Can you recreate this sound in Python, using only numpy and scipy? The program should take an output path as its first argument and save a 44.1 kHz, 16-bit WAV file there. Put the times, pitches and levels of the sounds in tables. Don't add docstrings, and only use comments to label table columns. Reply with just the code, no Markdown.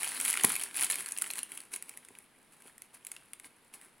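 import sys
import numpy as np
from scipy import signal
from scipy.io import wavfile

SR = 44100
rng = np.random.default_rng(int(sys.argv[2]) if len(sys.argv) > 2 else 0)


def log_audio(samples):
    frames = np.atleast_2d(samples).T
    limited = np.clip(frames, -1, 1)
    pcm = np.round(limited * 32767).astype(np.int16)
    wavfile.write(sys.argv[1], SR, pcm)


N = 176400


def amp(db):
    return 10 ** (np.asarray(db) / 20)


def unit(x):
    return x / np.sqrt(np.sum(x ** 2) + 1e-20)


def read(points, hz):
    table_hz, value = np.transpose(points)
    return np.interp(np.log(hz + 1), np.log(table_hz + 1), value)


def add(mix, start_s, sound):
    part = mix[max(round(start_s * SR), 0):][:len(sound)]
    part += sound[:len(part)]


def mic_filter(spectrum, size=2048, resonance_hz=10180, width_hz=1650, peak_db=13):
    hz = abs(np.fft.fftfreq(size, 1 / SR))
    detuning = 2 * (hz - resonance_hz) / width_hz
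    power_gain = 1 + (amp(peak_db) ** 2 - 1) / (1 + detuning ** 2) ** 1.38
    log_gain = np.log(amp(read(spectrum, hz)) * np.sqrt(power_gain))
    response = np.exp(np.conj(signal.hilbert(log_gain)))
    return unit(np.fft.ifft(response).real[:size // 2])


def noise(spectrum):
    return signal.oaconvolve(rng.standard_normal(N), mic_filter(spectrum, size=8192))[:N]


# frequency_hz, relative_db
HISS_SPECTRUM = [(30, -10), (120, 3), (2500, -5.5), (10000, -23), (16000, -16.5)]

def mic_hiss(level_db=-75):
    return amp(level_db) * noise(HISS_SPECTRUM)


# frequency_hz, relative_db
AMBIENT_SPECTRUM = [(20, -8.5), (70, -12), (130, -5.5), (230, -3), (650, -9), (1300, -10), (2300, -12.5),
                    (4000, -18), (6000, -28), (10000, -29.5)]

def room_tone(noise_db=-67.5, hum_hz=212.6, hum_db=-83):
    hum = np.sqrt(2) * np.sin(2 * np.pi * hum_hz * np.arange(N) / SR)
    return amp(noise_db) * noise(AMBIENT_SPECTRUM) + amp(hum_db) * hum


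# frequency_hz, t60_s
ROOM_DECAY = [(150, 0.33), (1000, 0.24), (3000, 0.39), (10000, 0.16), (16000, 0.15)]

def reverberation(x, spacing=20):
    reflections = np.zeros(SR)
    slots = np.arange(7 * spacing, SR - spacing, spacing)
    reflections[slots + rng.integers(0, spacing, len(slots))] = rng.choice([-1., 1.], len(slots))
    hz, t, bands = signal.stft(reflections, SR, nperseg=256)
    decay = amp(-60 * t / read(ROOM_DECAY, hz)[:, None])
    tail = signal.istft(bands * decay, SR, nperseg=256)[1]
    return signal.fftconvolve(x, unit(tail))[:N]


# pitch_hz, relative_db, t60_s
CARTON_MODES = [(142, -6.5, 0.046), (226, 0, 0.049), (365, -0.5, 0.026), (457, 0, 0.032), (794, 6, 0.018),
                (1037, 6, 0.023), (1400, 1.5, 0.024), (1850, 1.5, 0.009), (2430, -4.5, .012)]
# start_s, energy_db
LANDINGS = [(0.4423, -1.5), (2.104, -30.5), (2.654, -32)]

def carton_knocks(contact_s=0.0028, hollow_hz=340):
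    out, t = np.zeros(N), np.arange(8192) / SR
    hardest_db = max(db for _, db in LANDINGS)
    for start_s, energy_db in LANDINGS:
        width_octaves = 0.6 * (1 + 20 * amp(energy_db - hardest_db))
        ring = np.zeros_like(t)
        for k, (hz, mode_db, t60_s) in enumerate(CARTON_MODES):
            excitation = (-1) ** k / (1 + (np.log2(hz / hollow_hz) / width_octaves) ** 2)
            ring += excitation * amp(mode_db - 60 * t / t60_s) * np.sin(2 * np.pi * hz * t)
        add(out, start_s, amp(energy_db) * unit(ring * np.minimum(t / contact_s, 1)))
    return out


# time_s, level_db
HANDLING_LEVELS = [(0, -40), (0.1, -39.5), (0.24, -37.5), (0.28, -33), (0.32, -39.5), (0.38, -39.5),
                   (0.43, -35), (0.47, -34.5), (0.65, -43), (0.7, -54.5), (0.73, -52.5), (0.77, -35),
                   (0.82, -32.5), (0.85, -33.5), (0.885, -47), (0.905, -32), (0.95, -44), (1.0, -37),
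                   (1.04, -48), (1.11, -47.5), (1.17, -53), (1.235, -44), (1.28, -46.5), (1.34, -54),
                   (1.385, -39.5), (1.42, -54), (1.48, -59), (1.52, -48), (1.585, -52), (1.65, -59.5),
                   (1.71, -69)]
# peak_s, rise_s, fade_s, level_db
FINGER_SLIDES = [(1.742, 0.023, 0.026, -41.5), (1.89, 0.09, 0.13, -56), (2.14, 0.15, 0.12, -63),
                 (2.533, 0.013, 0.022, -56), (2.6, 0.05, 0.05, -65), (2.675, 0.035, 0.027, -55),
                 (2.83, 0.047, 0.04, -65.5), (2.944, 0.01, 0.024, -52), (3.1, 0.076, 0.15, -60),
                 (3.458, 0.017, 0.014, -47), (3.746, 0.011, 0.021, -46.5), (3.851, 0.077, 0.027, -59)]

def hand_drive(busy_db=-40, resting_db=-75.5):
    t = np.arange(N) / SR
    power = amp(np.interp(t, *np.transpose(HANDLING_LEVELS))) ** 2 + amp(resting_db) ** 2
    for peak_s, rise_s, fade_s, level_db in FINGER_SLIDES:
        width_s = np.where(t < peak_s, rise_s, fade_s)
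        power += (amp(level_db) * np.exp(-((t - peak_s) / width_s) ** 2)) ** 2
    return np.sqrt(power) / amp(busy_db)


# frequency_hz, relative_db
SLIP_SPECTRUM = [(800, -43.5), (3000, -19.5), (5500, -6), (8000, 2), (11000, -0.5), (13000, -7),
                 (16000, -8.5)]
SHEET_SPECTRUM = [(100, -38), (400, -31.5), (600, -4.5), (800, 1), (1020, 4.5), (1250, -0.5), (2300, -1.5),
                  (3200, -4.5), (5000, -7), (16000, -55)]
HOLLOW_SPECTRUM = [(60, -24.5), (130, -6.5), (220, 0), (340, 4), (480, -1), (620, -9.5), (1500, -26.5)]

def rubbing(drive, hiss_db=-46, sheet_db=-54.5, hollow_db=-61):
    hiss = amp(hiss_db) * drive * noise(SLIP_SPECTRUM)
    sheet = amp(sheet_db) * drive ** 0.76 * noise(SHEET_SPECTRUM)
    hollow = amp(hollow_db) * drive ** 0.62 * noise(HOLLOW_SPECTRUM)
    return hiss + sheet + hollow


CREASE_RISE_S = 0.0002

def crease(pitch_hz, tick_filter, pop_filter, slip_s=0.0008, pop_s=0.0021, ring_s=0.0013, size=512):
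    t = np.arange(size) / SR
    rise = 1 - np.exp(-t / CREASE_RISE_S)

    def burst(decay_s):
        return rng.standard_normal(size) * rise * np.exp(-t / decay_s)

    slips = 0.8 * burst(slip_s)
    slips[round(CREASE_RISE_S * SR)] += 1
    second_tick = np.zeros(size)
    add(second_tick, rng.uniform(0.00078, 0.003), amp(-9) * unit(burst(slip_s)))
    tick = signal.fftconvolve(unit(slips) + second_tick, tick_filter)
    pop = unit(signal.fftconvolve(burst(pop_s), pop_filter))
    ring = np.sin(2 * np.pi * pitch_hz * t) * rise ** 2 * np.exp(-t / ring_s)
    add(pop, 0, 1.12 * unit(ring))
    return unit(tick), unit(pop)


# frequency_hz, relative_db
SMALL_POP_SPECTRUM = [(100, -31.5), (900, -6), (1500, -8), (2300, -1), (3200, -7), (4500, -2.5),
                      (7000, -23), (14000, -39.5)]

def crinkle(drive, tick_db=-43, pop_db=-48, busy_per_s=340, pop_hz=2330, dull_hz=2900, kinds=60):
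    chance = busy_per_s * drive ** 0.18 / SR
    size_db = 4.4 * np.minimum(rng.exponential(1, N), 2.4)
    impulses = unit(amp(size_db)) * np.sqrt(N / chance) * (rng.random(N) < chance)
    kind = rng.integers(0, kinds, N)
    ticks, pops = np.zeros(N), np.zeros(N)
    filters = mic_filter(SLIP_SPECTRUM), mic_filter(SMALL_POP_SPECTRUM)
    for k in range(kinds):
        octaves = 0.4 * rng.standard_normal()
        tick, pop = crease(pop_hz * 2 ** octaves, *filters)
        lean_db = 3 * np.sqrt(2) * np.cos(np.pi * (k + 0.5) / kinds)
        for i in np.flatnonzero(impulses * (kind == k)):
            add(ticks, i / SR, impulses[i] * amp(tick_db + lean_db) * tick)
            add(pops, i / SR, impulses[i] * amp(pop_db - lean_db) * pop)
    dull = signal.sosfiltfilt(signal.butter(3, dull_hz, fs=SR, output="sos"), pops)
    flexing = dull + np.minimum(drive, 1) * (pops - dull)
    return drive ** 1.14 * ticks + drive ** 0.93 * flexing


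# frequency_hz, relative_db
TAUT_POP_SPECTRUM = [(300, -38), (900, -13.5), (1600, -4.5), (2600, -1.5), (4200, -8.5), (9000, -29)]
# start_s, tick_energy_db, pop_energy_db, pitch_hz
LARGE_CREASES = [(0.0318, -6, -11.5, 2250), (0.0447, -10.0, -13, 3100), (0.0762, -12.5, -36, 2070),
                 (0.2008, -6.5, -16, 2240), (0.212, -5, -21, 2420), (0.2495, -6.5, -20, 2190),
                 (0.2802, -6, -10.5, 2430), (0.3018, -3.5, -14.5, 2200), (0.308, -4, -20, 2350),
                 (0.329, -7, -14.5, 2840), (0.3397, -8, -9, 2100), (0.3546, -20, -14.5, 1440),
                 (0.373, -8, -6.5, 2300), (0.3987, -17.0, -12, 2990), (0.4361, 1, -13, 2090),
                 (0.4453, -2, -3.5, 1850), (0.4481, 7, -9.5, 3430), (0.503, -14, -12.5, 1420),
                 (0.5196, -9, -21, 2190), (0.554, -9.0, -16, 2520), (0.5634, -7.5, -10.5, 2430),
                 (0.5966, -14, -18.5, 2920), (0.613, -12, -20, 2300), (0.624, -16.5, -19, 2380),
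                 (0.6364, -7.5, -24, 4450), (0.7111, -32, -25.0, 2240), (0.7441, -19.0, -21.5, 2400),
                 (0.7705, -7.5, -27, 2550), (0.8104, -4, -18, 2250), (0.8254, -3, -18.5, 2070),
                 (0.8447, -4, -18.5, 1500), (0.9006, -5.5, -11.5, 2140), (0.9214, -6, -29, 3940),
                 (0.9425, -12, -15.5, 2350), (0.9565, -10, -16.5, 2250), (1.0609, -13.5, -21, 4300),
                 (1.0872, -14, -24, 1650), (1.121, -7.5, -25.5, 2390), (1.165, -29.5, -20, 2780),
                 (1.1753, -11, -23, 2700), (1.1857, -7.5, -19.5, 2690), (1.2147, -13.0, -21.5, 2160),
                 (1.221, -1.5, -15.5, 1460), (1.2424, -21.0, -19.0, 2620), (1.262, -27, -20, 2000),
                 (1.2752, -20, -36.5, 2940), (1.3032, -17, -13.0, 2660), (1.3109, -11.5, -38.0, 2720),
                 (1.3358, -13.5, -20.5, 2770), (1.356, -17.5, -23, 1940), (1.3897, -10.5, -19.5, 2870),
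                 (1.4315, -8.0, -19.5, 2900), (1.5189, -16, -23.5, 2220), (1.5754, -15.5, -21, 2680),
                 (1.604, -20, -27.5, 4470), (1.7376, -12.5, -22, 2350), (1.7619, -11, -27, 2760),
                 (1.8249, -14.5, -27, 2000), (1.8934, -17.0, -27, 2250), (1.9738, -18.5, -28, 1980),
                 (2.0494, -27, -35.5, 1430), (2.0863, -27.5, -31.5, 1990), (2.152, -34, -30.0, 2400),
                 (2.1872, -22, -35, 2340), (2.6216, -31, -36, 2130), (2.7808, -27.0, -33.5, 2020),
                 (2.8201, -20, -30, 2100), (3.0493, -20.5, -34, 2260), (3.068, -15.5, -26, 2370),
                 (3.117, -13.5, -25, 2200), (3.1647, -29, -23, 2760), (3.3338, -17, -24, 2140),
                 (3.3985, -23.5, -29, 2150), (3.4445, -36, -27, 2200), (3.7388, -24.5, -28.5, 2680),
                 (3.8134, -30, -35, 1990)]

def snaps():
    out = np.zeros(N)
    filters = mic_filter(SLIP_SPECTRUM), mic_filter(TAUT_POP_SPECTRUM)
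    for start_s, tick_db, pop_db, pitch_hz in LARGE_CREASES:
        tick, pop = crease(pitch_hz, *filters)
        add(out, start_s - CREASE_RISE_S, amp(tick_db) * tick + amp(pop_db) * pop)
    return out


def scene(low_cut_hz=72):
    drive = hand_drive()
    cracks = snaps()
    rustle = crinkle(drive) + rubbing(drive)
    knocks = carton_knocks()
    direct = cracks + rustle + knocks
    reflected = reverberation(amp(-12) * cracks + amp(-9) * rustle + amp(-10) * knocks)
    low_cut = signal.butter(4, low_cut_hz, "highpass", fs=SR, output="sos")
    mid = signal.sosfilt(low_cut, direct + reflected) + room_tone()
    side = mic_hiss()
    return np.array([mid + side, mid - side])


def record(dry):
    low_pass = signal.firwin(255, 16100, window=("kaiser", 8), fs=SR)
    return signal.oaconvolve(dry, low_pass[None], "same")


dry = scene()
out = record(dry)
log_audio(out)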